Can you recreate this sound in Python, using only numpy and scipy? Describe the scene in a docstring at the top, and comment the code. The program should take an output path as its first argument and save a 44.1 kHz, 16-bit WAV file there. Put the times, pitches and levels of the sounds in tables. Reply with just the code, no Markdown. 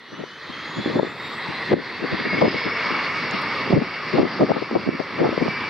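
"""Business jet starting its takeoff roll

A three-engined jet spools up a few hundred metres away, slightly to the right of a two-port microphone.
Coloured noise makes the exhaust roar; gliding tones make the fan and core whines; all waver in moving air.
Close by, runs of damped thumps buffet the ports as gusts, with lone knocks, a faint rustle and ticks.
The recorder's limiter turns everything down after the strong gusts, and a low-pass cuts the top treble.
"""
import sys
import numpy as np
from scipy import signal
from scipy.fft import rfft, irfft, next_fast_len
from scipy.io import wavfile
from scipy.ndimage import uniform_filter1d

SR = 44100
rng = np.random.default_rng(int(sys.argv[2]) if len(sys.argv) > 2 else 0)


def wav_out(sig):
    """Save sig, one row per channel (or a flat mono array), as 16-bit PCM at SR to the path in sys.argv[1]."""
    wavfile.write(sys.argv[1], SR, np.round(np.clip(np.atleast_2d(sig).T, -1, 1) * 32767).astype(np.int16))


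N = 250929
T = np.arange(N) / SR
PORT_SIGNS = np.array([[1], [-1]])  # left, right

# reference level of the distant jet, rising with thrust and drifting with the air: t/s, level/dB
JET_LEVEL = [(0, -49), (0.15, -43.5), (0.3, -43), (0.55, -37), (1.15, -34.5), (1.6, -33.5), (2.3, -31),
             (2.7, -29), (3.4, -29), (3.9, -31.5), (4.35, -31), (4.7, -36.5), (5.05, -36), (5.35, -33.5),
             (5.68, -31.5)]
# blade-passing pitch of the fan; the late creep is the jet gathering pace: t/s, f/Hz
FAN_PITCH = [(0, 2898), (0.35, 3085), (0.75, 3358), (1.25, 3752), (1.55, 4043), (2.2, 4734), (2.72, 5312),
             (3.4, 5445), (4.2, 5470), (5.69, 5570)]
# octave whines of the other two engines: pitch ratio, level/dB, fade/(dB/s), start/s
SISTER_WHINES = [(.927, -7.5, 5, -.1), (1.075, -13, 3, .15)]
# roar against the jet's level: t/s, level/dB
ROAR_SWELL = [(0, -0.5), (0.5, -1), (0.66, -1.5), (0.73, 0), (1.3, -0.5), (1.5, -1), (2.2, 0), (2.35, -1),
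              (2.62, -3), (2.92, 2.5), (3.2, -1.5), (3.45, -0.5), (4.0, -0.5), (4.5, -1), (5.25, 0.5),
              (5.69, -1)]
# treble hiss against the jet's level: t/s, level/dB
HISS_SWELL = [(0, 0.5), (1.05, 0), (1.14, -5), (1.25, -1), (1.62, 0.5), (1.85, 1), (2.1, -0.5), (2.4, 1),
              (2.6, 1), (3.0, -0.5), (3.3, 0), (4.3, 0.5), (5.1, 0), (5.65, 1)]
# high-pressure spool, pitch of its fourth shaft order: t/s, f/Hz, level/dB
CORE_TONE = [(1.7, 2110, -52), (2.15, 2154, -41), (2.27, 2176, -29), (2.39, 2183, -29), (2.46, 2200, -38),
             (2.6, 2217, -34.5), (2.95, 2230, -33), (3.5, 2237, -38), (4.3, 2255, -45), (5.38, 2280, -45),
             (5.5, 2292, -34.5), (5.69, 2300, -36.5)]
# lines of the three spools and their gearing, the close pair beating: multiple of shaft speed, level/dB
CORE_LINES = [(3.25, -11), (3.994, -0.3), (4.013, -2.5), (4.26, -10), (5.06, -13), (12, -52)]
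# how well the fan tones carry through the shifting air: t/s, blade tone level/dB, octave level/dB
TONE_CARRY = [(0, -7, -4), (0.2, -2, -1), (0.32, 0.5, -8), (0.42, -9, -12), (0.58, 1, -8), (0.68, -1.5, -5),
              (0.8, 1.5, -1), (0.92, -4, -4), (1.07, -1, -3), (1.16, -5, -3), (1.3, 1.5, 1), (1.43, -6, 0),
              (1.58, 1.5, 1), (1.75, -2, -8), (2.15, 3, -12), (2.4, 3.5, -16), (2.62, 4, -20),
              (2.8, -0.5, -20), (3.05, -5, -20), (3.45, 2.5, -20), (3.7, -3, -20)]

# noise colours, each scaled to rms 1 before its level is set: f/Hz, relative density/dB
# low end of the exhaust
RUMBLE_COLOUR = [(20, -44), (40, -33), (65, -12.5), (100, -6.5), (135, -0.5), (280, -2.5), (430, 3),
                 (600, 1), (800, -11.5), (1300, -35)]
# exhaust roar
ROAR_COLOUR = [(300, -28.5), (550, -17.5), (750, -5.5), (950, 0.5), (1150, 3), (1280, 2), (1400, -3),
               (1600, -3.5), (2100, -36.5)]
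# core rush at low power
RUSH_SLOW_COLOUR = [(850, -41), (1450, -5.5), (1640, -2), (1890, 4), (2120, 1), (2330, -7.5), (2640, -5.5),
                    (2910, -21.5), (3100, -28), (4030, -44.5), (6820, -120)]
# core rush at takeoff power
RUSH_FAST_COLOUR = [(1200, -25), (1500, -10.5), (1750, -1.5), (1950, -0.5), (2120, 1.5), (2300, -3),
                    (2480, -8), (2720, -4.5), (2870, -9.5), (3080, -21.5), (3600, -37)]
# fan hiss at low power
HISS_SLOW_COLOUR = [(1760, -40), (3000, -8.5), (3140, -10), (3290, -3.5), (3930, -5), (4200, -4),
                    (5460, -19.5), (5930, -26.5), (7710, -40.5), (13000, -120)]
# fan hiss at takeoff power
HISS_FAST_COLOUR = [(2600, -18), (3050, 1.5), (3550, 2.5), (3950, -1), (4450, 4.5), (4750, 5.5),
                    (5150, -1.5), (5600, -9.5), (5900, -14.5), (6600, -24), (7700, -33), (11000, -61.5)]
# flutter of moving air at the ports
FLUTTER_COLOUR = [(20, -37.5), (50, -31.0), (90, -11.0), (140, -3.5), (260, -0.5), (450, -5.5),
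                  (700, -14.5), (1400, -26.5), (3000, -58.5)]
# rustle of the breeze
RUSTLE_COLOUR = [(5500, -8.5), (7500, 3.5), (10000, -1.5), (14000, -3.5), (16000, -6.0)]
# dull crack at the front of a knock
CRACK_COLOUR = [(450, -4.0), (800, -2.0), (1400, -8), (3000, -25.5)]

# faint high rustle of the breeze: t/s, level/dB
RUSTLE_LEVEL = [(0, -80.5), (0.8, -70.5), (1.08, -70), (1.27, -65), (1.55, -71.5), (1.8, -68.5),
                (2.5, -73.5), (3.5, -70), (4.7, -76.5), (5.25, -75.5), (5.43, -70), (5.6, -72.5)]
# breeze at the ports between the gusts: t/s, level/dB
BREEZE_LEVEL = [(0, -56.5), (0.38, -55), (0.55, -46.5), (1.2, -40.5), (1.68, -46), (1.92, -39), (2.8, -50),
                (3.05, -36), (3.65, -37), (4, -46.5), (5.08, -50.5), (5.6, -36.5)]
# gusts on the microphone: centre t/s, length/s, level/dB, left minus right/dB, thump f/Hz
GUSTS = [(0.132, 0.019, -36.5, 3, 300), (0.204, 0.028, -31, 5, 316), (0.495, 0.011, -34.5, 8, 233),
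         (0.787, 0.027, -24, 0.5, 240), (0.873, 0.016, -22.5, 4, 283), (0.905, 0.022, -26.5, 7, 307),
         (0.962, 0.027, -18.5, 2.5, 348), (0.995, 0.0093, -14.5, 5.5, 460), (1.495, 0.013, -31.5, 12, 300),
         (1.719, 0.013, -17, 3.5, 350), (1.739, 0.012, -10, 1, 350), (1.775, 0.033, -20, 8.5, 320),
         (2.041, 0.028, -20.5, 7, 337), (2.132, 0.02, -19, 6, 314), (2.203, 0.017, -25.5, 1, 301.3),
         (2.263, 0.015, -21, 2, 322), (2.339, 0.023, -21.5, 3, 330), (2.38, 0.015, -23, 8, 397),
         (2.423, 0.011, -11.5, 4, 476), (2.448, 0.029, -12.5, 1.5, 470), (2.554, 0.022, -26.5, 6.5, 370),
         (2.669, 0.023, -25.5, 7, 300), (2.87, 0.017, -31.5, 3, 300), (2.917, 0.016, -29, 10, 323),
         (3.342, 0.00973, -28, 9, 280), (3.735, 0.016, -12, 0.5, 294), (3.772, 0.019, -9.5, 7, 300),
         (3.819, 0.016, -20, 3, 270), (4.15, 0.019, -18.5, 9, 302), (4.193, 0.021, -10.5, 0.5, 423),
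         (4.243, 0.034, -19, 9, 345), (4.423, 0.024, -9, 1, 395), (4.504, 0.017, -15, 4.5, 450),
         (4.57, 0.023, -24.5, 12, 460), (4.624, 0.0088, -27, 20, 427), (4.731, 0.021, -23.5, 1, 334),
         (4.76, 0.009, -12, 7, 448), (4.878, 0.018, -19.5, -3, 305), (4.94, 0.0271, -27.5, 2.5, 305),
         (5.003, 0.0089, -24, 19, 490), (5.212, 0.027, -15.5, 7, 367), (5.252, 0.029, -15.5, 1.5, 473),
         (5.332, 0.021, -25, 7, 350), (5.419, 0.018, -18, 10.5, 343), (5.462, 0.013, -22, 9, 370)]
# lone hard eddies knocking on the ports: t/s, level/dB, left minus right/dB, f/Hz
KNOCKS = [(0.237, -20.5, 12.5, 420), (0.859, -10.5, -3, 300), (0.996, -2, 9.5, 590),
          (1.008, -14.5, 8.5, 326), (1.03, -5, 9.5, 401), (1.047, -14.5, 6, 340), (1.069, -16.5, 2, 400),
          (1.719, -7, 7, 455), (1.73, -4, 7, 360), (1.738, 7, 0, 350), (2.419, -11, 1, 680),
          (2.424, -0.5, -2, 470), (2.479, -6, 6, 330), (2.544, -15.5, 5, 480), (3.705, -10, -5, 287),
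          (3.726, -5, -5, 520), (3.734, -5.5, -5.5, 127), (3.819, -10, 6, 299.4), (4.139, -12.5, 13, 341),
          (4.23, -6.5, 15, 370), (4.41, -4.5, 4, 596), (4.504, -13.5, 9, 652), (4.517, -6.5, 18.5, 715),
          (4.712, -13.5, 0, 378), (4.769, -13.5, 1, 455), (4.889, -6.5, -7, 348), (5.242, -9, 2, 650),
          (5.29, -9.5, 6, 399), (5.377, -12, 17, 430), (5.48, -13, -13, 585), (5.484, -16, -3, 169)]
# faint ticks close by: peak t/s, centre f/Hz, level/dB, rise and fall time/s
TICKS = [(0.315, 6500, -57, 0.002), (3.312, 6860, -37, 0.0007), (3.42, 11400, -53, 0.004)]

# parts of the jet's noise against its level: (dB at low power, dB at takeoff power)
RUMBLE_DB, ROAR_DB, RUSH_DB, HISS_DB = (-8.5, -8), (-1, -1), (-0.5, -0.74), (-5, -9)
# the core rush swells once near full power: time of peak, time from peak to 1/e of the dB rise, rise
SURGE_S, SURGE_LENGTH_S, SURGE_DB = 1.96, 0.6, 3
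# blade tone and octave against the jet's level before the air absorbs them; absorption
FAN_DB, OCTAVE_DB, AIR_DB_PER_KHZ2 = -2.3, 5.5, 0.62
# eddies in a gust: number per s, scatter of strength in dB, scatter of log pitch
EDDY_RATE, EDDY_SPREAD_DB, EDDY_PITCH_SPREAD = 480, 2.2, .3
# restless air around a gust: rise of power in gust lengths, fall time of power, level against the gust
STIR_RISE, STIR_FALL_S, STIR_DB = 1, 0.023, -12.5
BREEZE_SPREAD_DB = 2.5  # reach of the random swells
# decay of a knock in nepers per cycle; its crack's level and fall time
KNOCK_DAMPING, CRACK_DB, CRACK_S = 2.44, -15, .002
TOP_HZ = 15700  # treble cut-off


def undb(db):
    """Decibels to gain."""
    return 10 ** (np.asarray(db) / 20)


def curves(table):
    """Each column after the time as a control signal."""
    s, *columns = np.transpose(table)
    return [np.interp(T, s, column) for column in columns]


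def unit(x):
    """Scale to rms 1."""
    return x / np.sqrt(np.mean(x ** 2))


def noise(colour):
    """Random noise shaped in frequency, rms 1."""
    hz, db = np.transpose(colour)
    f = np.maximum(np.arange(N // 2 + 1) * SR / N, 1)
    gain = undb(np.interp(np.log(f), np.log(hz), db, left=-120, right=-120))
    return unit(irfft(rfft(rng.standard_normal(N)) * gain, N))


def walk(rate):
    """Random levels held for 1 / rate s and slewed twice, rms 1."""
    k = max(int(SR / rate), 2)
    held = np.repeat(rng.standard_normal(N // k + 2), k)
    held = held[rng.integers(k):][:N]
    return unit(uniform_filter1d(uniform_filter1d(held, k), k))


def wide(colour, side_db):
    """Stereo noise: a common part, and a difference scattered by the ground."""
    return noise(colour) + undb(side_db) * noise(colour) * PORT_SIGNS


def drifting(colour, side_db, drift, drift_rate):
    """Stereo noise whose resonances slide a few percent as the path through the air changes."""
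    place = np.cumsum(1 + drift * walk(drift_rate)) % N
    return np.array([np.interp(place, np.arange(N), port) for port in wide(colour, side_db)])


def shimmer(x, depth_db, fade_rate):
    """Warm air over the runway makes bands a third of an octave apart swell and fade on their own."""
    size = next_fast_len(N)
    spectrum = rfft(x, size)
    f = np.maximum(np.arange(size // 2 + 1) * SR / size, 1)
    # overlapping bands from 800 Hz; the lowest and highest take in all beyond them
    place = np.clip(3 * np.log2(f / 800), 0, 9)
    out = 0
    for k in range(10):
        band = irfft(spectrum * np.maximum(1 - np.abs(place - k), 0), size)[:, :N]
        out = out + band * undb(depth_db * walk(fade_rate))
    return out


def jet_noise():
    """Exhaust, core and fan noise; rush and hiss move upward as the engines gain speed."""
    jet_db, fan_hz = curves(JET_LEVEL)[0], curves(FAN_PITCH)[0]
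    speed = ((fan_hz - fan_hz.min()) / np.ptp(fan_hz)) ** 2.6
    slow, fast = np.sqrt(1 - speed), np.sqrt(speed)
    rumble_db, roar_db, rush_db, hiss_db = (
        jet_db + low + (full - low) * speed for low, full in (RUMBLE_DB, ROAR_DB, RUSH_DB, HISS_DB))
    surge_db = SURGE_DB * np.exp(-((T - SURGE_S) / SURGE_LENGTH_S) ** 2)
    air_db = .5 * walk(21.99)  # turbulence along the path shakes roar, rush and hiss together

    rumble = wide(RUMBLE_COLOUR, side_db=-22.5) * undb(rumble_db + 1.0 * walk(8))

    roar = drifting(ROAR_COLOUR, side_db=-25.5, drift=.035, drift_rate=7)
    roar = roar * undb(roar_db + curves(ROAR_SWELL)[0] + air_db + 0.73 * walk(30))

    rush = slow * drifting(RUSH_SLOW_COLOUR, side_db=-20, drift=.02, drift_rate=9)
    rush = rush + fast * wide(RUSH_FAST_COLOUR, side_db=-15.5)
    rush = rush * undb(rush_db + surge_db + 0.49 * walk(40))

    hiss = slow * wide(HISS_SLOW_COLOUR, side_db=-11.0) + fast * wide(HISS_FAST_COLOUR, side_db=-8.5)
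    hiss = hiss * undb(hiss_db + curves(HISS_SWELL)[0] + 0.32 * walk(30))
    return rumble + shimmer(roar + (rush + hiss) * undb(air_db), depth_db=1.5, fade_rate=20)


def whine(hz, scatter, flutter_hz, side_db):
    """A tone: the direct wave plus copies scattered by moving air, which make it fade and blur."""
    carrier = np.exp(2j * np.pi * np.cumsum(hz) / SR)
    mid = 1 + scatter * (walk(flutter_hz) + 1j * walk(flutter_hz))
    side = undb(side_db) * (walk(flutter_hz) + 1j * walk(flutter_hz))
    return unit(np.real(carrier * (mid + side * PORT_SIGNS)))


def absorbed(hz):
    """Loss in dB on the way through the air, growing with the square of the pitch."""
    return AIR_DB_PER_KHZ2 * (hz / 1000) ** 2


def fans():
    """The blade tone rises, wavering, and levels off; the other fans, a little lower, blur it."""
    hz = curves(FAN_PITCH)[0] * (1 + .004 * walk(16))
    db = curves(JET_LEVEL)[0] + FAN_DB + curves(TONE_CARRY)[0] - absorbed(hz)
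    lead = whine(hz, scatter=.85, flutter_hz=110, side_db=-9) * undb(db + 2.5 * walk(24))
    others = whine(hz * .975, scatter=1.6, flutter_hz=189.3, side_db=-7) * undb(db - 3.5)
    return lead + others


def high_whines():
    """The three fans whine an octave up, side by side; the air absorbs more as their pitch climbs."""
    hz = 2 * curves(FAN_PITCH)[0]
    db = curves(JET_LEVEL)[0] + OCTAVE_DB - absorbed(hz)
    lead = whine(hz * (1 + .001 * walk(20)), scatter=.65, flutter_hz=80, side_db=-8)
    out = lead * undb(db + curves(TONE_CARRY)[1] + 2.5 * walk(28))
    for ratio, own_db, fade_db_per_s, start_s in SISTER_WHINES:
        sister_hz = hz * ratio * (1 + .002 * walk(20))
        tone = whine(sister_hz, scatter=1.1, flutter_hz=130, side_db=-2) * undb(2.5 * walk(24))
        entry = np.clip((T - start_s) / .2, 0, 1)
        out = out + tone * undb(db + own_db - fade_db_per_s * T) * entry
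    return out


def rustle():
    """The breeze rustles faintly: high noise that swells and fades."""
    return wide(RUSTLE_COLOUR, side_db=4.5) * undb(curves(RUSTLE_LEVEL)[0])


def gust(length, hz, damping, skew_s):
    """A run of overlapping eddies, short damped thumps that hit the two ports unequally."""
    t = np.arange(int(.14 * SR)) / SR - .07  # centred on the gust
    count = 2 * min(round(1.2 * length * EDDY_RATE), 47) + 1
    draws = rng.standard_normal((96, 7))[:count]
    jitter, size, pitch, turn, skew, side, twist = draws.T[:, :, None]
    when = ((np.arange(count)[:, None] + .5 + .3 * jitter) / count - .5) * 2.4 * length
    force = 2 ** (-2.2 * (when / length) ** 2) * undb(EDDY_SPREAD_DB * size)
    thump_hz = hz * np.exp(EDDY_PITCH_SPREAD * pitch)
    ports = []
    for sign in (1, -1):
        cycles = thump_hz * np.maximum(t - when - sign * skew_s * skew + 0.0011, 0)
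        swing = np.sin(2 * np.pi * (cycles + turn) + sign * 0.75 * twist)
        envelope = cycles * np.exp(-damping * cycles)
        ports.append(np.sum(force * undb(2 * sign * side) * envelope * swing, axis=0))
    # the ports pass neither the deepest pressure swings nor the treble
    band = signal.butter(3, [115, 1400], "bandpass", fs=SR, output="sos")
    ports = signal.sosfilt(band, ports)
    return ports / np.sqrt(np.sum(ports ** 2, axis=1, keepdims=True) / (length * SR))


def wind():
    """Gusts thump on the ports over a soft, uneven flutter that swells with them."""
    pad = SR // 2  # room for gusts that overlap either end
    thumps, stir_power = np.zeros((2, N + SR)), np.zeros(N)
    breeze = undb(curves(BREEZE_LEVEL)[0] + BREEZE_SPREAD_DB * np.tanh(walk(40)))
    flutter = wide(FLUTTER_COLOUR, side_db=-10.0)
    for s, length, db, pan_db, hz in GUSTS:
        burst = gust(length, hz, damping=2.19, skew_s=0.00046)
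        start = int(s * SR) + pad - burst.shape[1] // 2
        thumps[:, start:start + burst.shape[1]] += burst * undb(db + PORT_SIGNS * pan_db / 2)
        # the air stays restless around each gust
        distance = np.maximum((s - T) / (STIR_RISE * length), (T - s) / STIR_FALL_S)
        stir_power += undb(db + STIR_DB) ** 2 * np.exp(-distance)
    return thumps[:, pad:][:, :N] + flutter * (breeze + np.sqrt(stir_power))


def knocks():
    """A lone eddy slaps both ports with a damped swing of pressure and a dull crack at its front."""
    out = np.zeros((2, N + SR))
    t = np.arange(int(.03 * SR)) / SR
    crack = wide(CRACK_COLOUR, side_db=-2.5)
    ports = signal.butter(2, [110, 1500], "bandpass", fs=SR, output="sos")
    draws = rng.standard_normal((len(KNOCKS), 2))
    for (s, db, pan_db, hz), (turn, twist) in zip(KNOCKS, draws):
        i = int(s * SR)
        age = KNOCK_DAMPING * hz * t
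        phase = 2 * np.pi * (hz * t + turn) + PORT_SIGNS * 0.95 * np.tanh(twist)
        swing = age * np.exp(1 - age) * np.sin(phase)
        front = undb(CRACK_DB) * crack[:, i:i + len(t)] * np.exp(-t / CRACK_S)
        slap = signal.sosfilt(ports, swing + front)
        out[:, i:i + len(t)] += slap * undb(db + PORT_SIGNS * pan_db / 2)
    return signal.sosfilt(signal.butter(4, 2800, fs=SR, output="sos"), out[:, :N])


def ticks():
    """Something ticks near the microphone: tiny bursts of noise around one pitch."""
    out = np.zeros((2, N))
    for s, hz, db, fall_s in TICKS:
        colour = [(hz / 2, -22), (hz * 0.7, -2), (hz, 0), (hz * 1.1, -4), (hz * 1.6, -28)]
        out += wide(colour, side_db=-2.5) * undb(db) * np.exp(-np.abs(T - s) / fall_s)
    return out


def core():
    """Near full power the high-pressure spools sing and beat, their tones broken up by the hot air."""
    hz, db = curves(CORE_TONE)
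    shaft_hz = hz / 4 * (1 + .0012 * walk(40))
    lines = 0
    for multiple, line_db in CORE_LINES:
        line = whine(shaft_hz * multiple, scatter=1.3, flutter_hz=85, side_db=-12)
        lines = lines + line * undb(line_db)
    return lines * undb(db + 1.0 * walk(30)) * np.interp(T, [1.6, 1.8], [0, 1])


def arrive(x, lag_s):
    """The jet is slightly to the right, so it reaches the left port a moment later."""
    late = np.exp(-2j * np.pi * lag_s * np.arange(N // 2 + 1) * SR / N)
    return np.array([irfft(rfft(x[0]) * late, N), x[1]])


def scene():
    """The jet far off, the wind close by."""
    jet = jet_noise() + fans() + high_whines() + core()
    return arrive(jet, lag_s=.00001) + rustle() + wind() + knocks() + ticks()


def limiter(x, ceiling_db, quick_release_db, slow_release_db, slow_share):
    """Turns both channels down when either is too loud; the gain recovers fast, then slowly (dB/s)."""
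    power = uniform_filter1d(x ** 2, int(0.0052 * SR)).max(axis=0)
    excess = np.maximum(10 * np.log10(np.maximum(power, 1e-12)) - ceiling_db, 0)
    quick = np.maximum.accumulate(excess + quick_release_db * T) - quick_release_db * T
    slow = np.maximum.accumulate(slow_share * excess + slow_release_db * T) - slow_release_db * T
    return x * undb(-np.maximum(quick, slow))


def record(dry):
    """The recorder's limiter, then a steep treble cut-off."""
    held = limiter(dry, ceiling_db=-9.5, quick_release_db=48.5, slow_release_db=10, slow_share=0.6)
    return signal.sosfilt(signal.ellip(8, .2, 70, TOP_HZ, fs=SR, output="sos"), held)


dry = scene()
out = record(dry)
wav_out(out)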